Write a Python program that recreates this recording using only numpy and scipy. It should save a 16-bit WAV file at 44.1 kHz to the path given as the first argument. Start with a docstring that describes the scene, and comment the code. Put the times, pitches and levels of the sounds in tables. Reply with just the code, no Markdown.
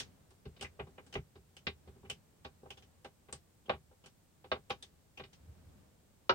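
"""A hand screwdriver drives a screw into a loose cabinet door in a travel trailer's small kitchen.
With each twist the steel bit ticks in the screw head and the door knocks on its fittings.
At the end the worker shifts weight, the floor thuds, a sleeve rustles and the tool is set down.
Each impact is a sum of decaying bands of modes and noise, heard over faint room air."""
import sys
import numpy as np
from scipy import signal
from scipy.fft import rfft, irfft, next_fast_len
from scipy.io import wavfile

SR = 44100
rng = np.random.default_rng(int(sys.argv[2]) if len(sys.argv) > 2 else 0)


def put_to_file(sound):
    """Save the sound as 16-bit audio at rate SR, in the file named by the first command-line argument."""
    columns = np.atleast_2d(sound).T  # one column per channel
    safe = np.clip(columns, -1, 1)
    whole_steps = np.round(safe * 32767)
    wavfile.write(sys.argv[1], SR, whole_steps.astype(np.int16))


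N = 279940

# door and cabinet resonances: (frequency [Hz], level [dB])
DOOR_MODES = [(77, 3), (133, -5), (160, -19), (208, -9), (250, -9.5), (383, -1.5), (418, -3.5), (511, 1.5),
              (630, -4.5), (772, -1.5), (805, 2), (950, -12), (1125, -2), (1330, -22), (1572, -4.5),
              (1745, -12.5), (2050, -0.5), (2320, -2), (2445, 2), (2670, -2.5), (2785, -24.5), (2920, 4),
              (3730, 5.5), (4220, -4.5), (4610, -12), (4850, 1), (5110, 2)]
# bands for struck(); dense_db: dense modes against clear ones; direct: extra gain at the onset
THUMP = dict(low_hz=51.6, high_hz=167.5, swell_s=0.038, t60_s=0.17, dense_db=1.5, direct=0)
CRACK = dict(low_hz=1815, high_hz=6800, swell_s=1e-4, t60_s=0.099, dense_db=3.5, direct=0.83)


def screwdriver(click_db=-3, sparkle_db=-22.5, nominal_ring_hz=3060):
    """Steel slips on steel: a bright click, a short ring of shaft and bit, a little of the door."""
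    # slips of the bit: (time [s], level [dB], door [dB], shaft ring [dB], bit chink [dB], ring [Hz])
    ticks = [(0.0, -41, -11.5, -8, -12, 3500), (0.305, -70.5, 3.5, -15, -6, 3060),
             (0.61, -50.5, -1, 0.5, -8, 3065), (0.624, -49, 2.5, -3, -8, 2840),
             (1.064, -68, 2.5, -11, -6, 3070), (1.126, -55.5, -3.5, -5, -15, 3060),
             (1.139, -52, -3, -0.5, -17, 3030), (1.566, -59.5, -5, 0, -9, 3064),
             (2.099, -46.5, -4, 4.5, -6, 3036), (2.445, -67, 6, -1, -14, 3060),
             (2.704, -56, 1.5, 5.5, -12, 3060), (2.772, -63, 0.5, -0.5, -18, 3400),
             (2.823, -66, -4, -4, -22, 3070), (3.045, -61.5, 1.5, -13, -9, 3060),
             (3.326, -48, -2, -12, -0.5, 3080), (3.657, -76.5, 7, 8.5, -13, 3220),
             (4.038, -70, 6.5, 3, -17, 3060), (4.059, -59.5, -1.5, -4.5, -7.5, 3070),
             (4.697, -59.5, 7, 1, -10, 3170), (4.704, -54.5, -3.5, 7.5, -14, 3110),
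             (4.825, -54, -10, 0, -7, 3630), (5.174, -61, 3, 8.5, -21, 2950),
             (5.33, -62, -10, -11, -15, 3060)]
    # shaft and bit resonances: (frequency [Hz], level [dB])
    steel_modes = [(2930, -10), (3060, -2), (3230, -4.5), (8050, -19), (8450, -10), (8800, 23)]
    click = dict(low_hz=1450, high_hz=6600, swell_s=1e-4, t60_s=0.13, dense_db=0, direct=1)
    chink = dict(low_hz=7940, high_hz=8700, swell_s=1e-4, t60_s=0.1, dense_db=5.5, direct=3.7)
    sparkle = dict(low_hz=10900, high_hz=15500, swell_s=1e-4, t60_s=0.14, dense_db=0, direct=1.4)
    out = np.zeros((2, N))
    for s, db, door_db, ring_db, chink_db, ring_hz in ticks:
        rise_s = rise_time(db + 13.5)   # steel bites sooner than wood
        tuning = ring_hz / nominal_ring_hz   # a firmer seat stiffens the tool and raises its ring
        steel = np.array(steel_modes) * [tuning, 1]
        shaft = dict(low_hz=2590 * tuning, high_hz=3220 * tuning,
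                     swell_s=0.00058, t60_s=0.098, dense_db=5, direct=0.98)
        tick = from_db(click_db) * struck(click, rise_s)
        tick += from_db(door_db) * wood(DOOR_MODES, rise_s, thump_db=-6, flex_db=-6, knock_db=-4)
        tick += from_db(ring_db) * struck(shaft, rise_s, steel)
        tick += from_db(chink_db) * lean_left(2.5) * struck(chink, rise_s, steel)
        tick += from_db(sparkle_db + 0.6 * ring_db) * struck(sparkle, rise_s)
        add(out, s, from_db(db) * tick)
    return out


def door(rebound_above_db=-36, rebound_s=0.04, rebound_db=-20.5):
    """The door knocks on its fittings and falls back once after a hard knock."""
    # blows: (time [s], level [dB], cabinet weight [dB], contact sharpness [dB], hardness [Hz])
    knocks = [(0.453, -61.5, 17, -2, 4700), (0.563, -69, -3, 2, 4800), (0.593, -73, 15.5, 7, 4000),
              (0.646, -59.5, -21, 10.5, 2500), (0.791, -48.5, -11, -22, 3200),
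              (0.796, -46.5, -0.5, -4, 3240), (0.868, -63, 2.5, -12, 4100), (0.98, -54, -8.5, -5.5, 3020),
              (1.153, -42.5, 3, -1.5, 3060), (1.354, -64.5, 9, -4.5, 4830), (1.668, -44.5, -0.5, 7.5, 4040),
              (1.874, -63.5, 9, -7.5, 4200), (1.958, -73.5, 13, -14, 3700), (2.031, -64, 8, -22, 3200),
              (2.049, -64.5, 4, -2, 3180), (2.092, -61, -4, -11, 4000), (2.448, -49.5, -5.5, -3.5, 4500),
              (2.629, -61, 3.5, -25, 4600), (2.656, -56.5, -6, -20.5, 3300), (3.047, -50, -13, -7, 3830),
              (3.285, -60, -3, -7.5, 3400), (3.681, -55.5, 3, -19, 3400), (3.695, -30.5, -19, -8.5, 3600),
              (3.911, -66, -8, -18, 3900), (4.442, -56.5, -7.5, -8.5, 4020),
              (4.516, -32, -16.5, -6.5, 3970), (4.703, -37.5, -17, -5, 4640),
              (5.1966, -50.5, -4.5, -2.5, 3630), (5.236, -62.5, -3, 5, 4530)]
    out = np.zeros((2, N))
    for s, db, weight_db, sharp_db, hardness_hz in knocks:
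        rise_s = rise_time(db + max(sharp_db, 0))   # a sharp contact bites sooner
        add(out, s, from_db(db) * door_blow(rise_s, hardness_hz, weight_db, sharp_db))
        if db > rebound_above_db:
            rebound = door_blow(rise_s, hardness_hz, weight_db=-5, sharp_db=-7.5)
            add(out, s + rebound_s, from_db(db + rebound_db) * rebound)
    return out


def door_blow(rise_s, hardness_hz, weight_db, sharp_db, body_db=-1, snap_db=-35.5):
    """The wood rings and the contact cracks; a sharper contact favours the high modes."""
    snap_band = dict(low_hz=4860, high_hz=8700, swell_s=1e-4, t60_s=0.12, dense_db=0, direct=0.43)
    body = wood(DOOR_MODES, rise_s, thump_db=weight_db - 1, flex_db=0.5 + 0.67 * weight_db,
                knock_db=0, tilt_db_oct=0.33 * sharp_db)
    crack = struck(CRACK, rise_s, DOOR_MODES, hardness_hz)
    snap = from_db(snap_db) * struck(snap_band, rise_s)
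    return from_db(body_db) * body + from_db(sharp_db) * (crack + snap)


def tool_set_down(at_s=6.2935, rise_s=0.0019, crack_db=-32):
    """The handle lands on the counter with one firm knock."""
    # counter resonances: (frequency [Hz], level [dB])
    counter_modes = [(125, 0), (378, 0), (545, -6), (640, -12), (780, -7.5), (945, -3), (1040, -11),
                     (1315, 2.5), (1380, -3), (1565, -8.5), (1860, -9), (2046, -2), (2380, -1), (2700, 0),
                     (2880, 3), (3250, -18), (3700, -12), (4150, -19), (4950, 2)]
    body = wood(counter_modes, rise_s, thump_db=-48, flex_db=-36, knock_db=-25.5)
    crack = from_db(crack_db) * struck(CRACK, rise_s / 2, counter_modes, hardness_hz=4500)
    out = np.zeros((2, N))
    add(out, at_s, body + crack)
    return out


def wood(modes, rise_s, thump_db, flex_db, knock_db, tilt_db_oct=0):
    """A blow moves the cabinet, bends the panel and sets the board ringing."""
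    panel = dict(low_hz=179, high_hz=510, swell_s=0.0056, t60_s=0.12, dense_db=-6.5, direct=0)
    board = dict(low_hz=452, high_hz=1606, swell_s=0.0015, t60_s=0.098, dense_db=-2, direct=0.15)
    thump = from_db(thump_db) * struck(THUMP, rise_s, modes)
    flex = from_db(flex_db) * struck(panel, rise_s, modes)
    knock = from_db(knock_db) * struck(board, rise_s, modes, tilt_db_oct=tilt_db_oct)
    return thump + (flex + knock) * lean_left(-0.22)


def struck(part, rise_s, modes=(), hardness_hz=None, tilt_db_oct=0):
    """Clear modes (sines) and dense modes (noise) die away in one band; energy of 30 ms at rms 1."""
    direct_s, diffuse_hz = 0.0015, 1250   # time before the walls answer; left and right differ above
    lead_s = np.array([[0.00017], [0]])   # left arrives first
    t = np.arange(8192) / SR
    hz = np.fft.rfftfreq(len(t), 1 / SR) + 1
    low, high = part["low_hz"], part["high_hz"]
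    band = 1 / np.sqrt((1 + (low / hz) ** 16) * (1 + (hz / high) ** 28))
    octaves = np.log2(np.clip(hz, low, high) / low)
    drive = from_db(np.clip(tilt_db_oct, -12, 8) * octaves)
    if hardness_hz:   # a contact of finite length cannot excite the fastest modes
        drive /= np.sqrt((1 + (hz / hardness_hz) ** 12) * (1 + (hz / hardness_hz) ** 2))
    mid, side = rfft(rng.standard_normal((2, len(t))))
    likeness = 1 / (1 + (hz / diffuse_hz) ** 2)
    noise_spectrum = pair(mid, side, likeness) * np.exp(2j * np.pi * hz * lead_s)
    dense = irfft(noise_spectrum * band * drive)
    clear = np.zeros((2, len(t)))
    for mode_hz, db in modes:
        if low <= mode_hz < high:
            phase = rng.uniform(0, 2 * np.pi) + rng.normal(0, 0.62, (2, 1)) * mode_hz / diffuse_hz
            gain = from_db(db + rng.normal(0, 0.44)) * np.interp(mode_hz, hz, drive)
            clear += gain * np.sin(2 * np.pi * mode_hz * (t + lead_s) + phase)
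    attack = 1 - np.exp(-t / (part["swell_s"] + rise_s))
    decay = from_db(-60 * t / part["t60_s"])
    onset = 1 + part["direct"] * np.exp(-t / direct_s)
    sound = rms_one(clear) + from_db(part["dense_db"]) * rms_one(dense)
    sound *= attack * decay * onset
    return sound / np.sqrt(np.sum(sound ** 2) / (2 * 0.03 * SR))


def rise_time(db, firm_db=-33.5, firm_rise_s=0.00069, doubling_db=12.5):
    """Rise time [s]: firm blows build up quickly, weak ones slowly."""
    return firm_rise_s * 2 ** ((firm_db - db) / doubling_db)


def worker(rumble_db=-3.5, rustle_db=-76, brisk_db=-65, rustle_follows=0.57):
    """Shifting weight shakes the trailer and thuds the floor; the shirt rustles along."""
    # strength of body movement: (time [s], level [dB])
    movement = [(0, -54.5), (.3, -69.5), (1.05, -62), (1.4, -78.5), (1.9, -63.5), (2.3, -71.5), (2.8, -66),
                (3.2, -76.5), (4.3, -83.5), (4.8, -68), (5.15, -79.5), (5.45, -61), (5.8, -60), (6.0, -73)]
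    # trailer rumble: (frequency [Hz], relative density [dB])
    rumble = [(30, -19), (55, -13.5), (78, 6.5), (110, -11), (170, -5), (260, -10), (450, -29), (900, -49)]
    # shirt rustle: (frequency [Hz], relative density [dB])
    rustle = [(100, -8), (250, -7), (450, 4), (900, -4.5), (2000, -12), (4000, -17), (8500, -22.5),
              (10500, -29)]
    # the floor gives: (time [s], level [dB])
    thuds = [(5.406, -62), (5.467, -49), (5.658, -55), (5.784, -67)]
    movement_db = np.interp(np.arange(N) / SR, *np.transpose(movement))
    out = from_db(movement_db + rumble_db) * steady_noise(rumble)
    out += from_db(rustle_db + rustle_follows * (movement_db - brisk_db)) * steady_noise(rustle)
    for s, db in thuds:
        add(out, s, from_db(db) * struck(THUMP, rise_s=0.061, modes=DOOR_MODES, hardness_hz=108))
    return out


def room_air(level_db=-68.5):
    """Still air of the trailer, with faint hiss."""
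    # noise floor: (frequency [Hz], relative density [dB])
    air = [(25, -14.5), (50, -4), (80, 3), (120, -3.5), (170, -3.5), (250, -10), (500, -16.5),
           (1300, -24.5), (2500, -28), (6000, -29.5), (8500, -26), (10000, -33.5), (15500, -31)]
    return from_db(level_db) * steady_noise(air)


def steady_noise(spectrum):
    """Stereo noise, alike in the bass and unrelated in the treble; mid rms 1."""
    # room sound field: (frequency [Hz], left-right likeness [0..1])
    air_likeness = [(30, 0.56), (80, 0.81), (200, 0.58), (500, 0.21), (1500, 0.083), (5000, 0.018),
                    (15000, .02)]
    size = next_fast_len(N)
    hz = np.fft.rfftfreq(size, 1 / SR) + 1
    gain = rms_one(from_db(at_hz(spectrum, hz)))
    likeness = at_hz(air_likeness, hz)
    mid, side = rfft(rng.standard_normal((2, size)))
    return irfft(pair(mid, side, likeness) / np.sqrt(1 + likeness) * gain, size)[:, :N]


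def pair(mid, side, likeness):
    """Two noises to left and right of given correlation."""
    return np.sqrt(1 + likeness) * mid + np.sqrt(1 - likeness) * side * np.array([[1], [-1]])


def lean_left(db):
    """Stereo gains: left up, right down by db."""
    return from_db([[db], [-db]])


def from_db(db):
    """Decibels to gain."""
    return 10 ** (np.asarray(db) / 20)


def rms_one(x):
    """Scale to rms 1."""
    return x / np.sqrt(np.mean(x ** 2) + 1e-20)


def at_hz(points, hz):
    """Interpolate on a log-frequency axis."""
    points_hz, values = np.transpose(points)
    return np.interp(np.log(hz), np.log(points_hz), values)


def add(out, s, sound):
    """Mix a short sound in at time s."""
    at = round(s * SR)
    out[:, at:at + sound.shape[1]] += sound[:, :N - at]


def scene():
    """Door, tool and worker over the quiet of the trailer."""
    return door() + screwdriver() + tool_set_down() + worker() + room_air()


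def record(dry):
    """Steep elliptic low-pass."""
    cutoff_hz = 15900
    return signal.sosfilt(signal.ellip(10, .1, 70, cutoff_hz, fs=SR, output="sos"), dry)


dry = scene()
out = record(dry)
put_to_file(out)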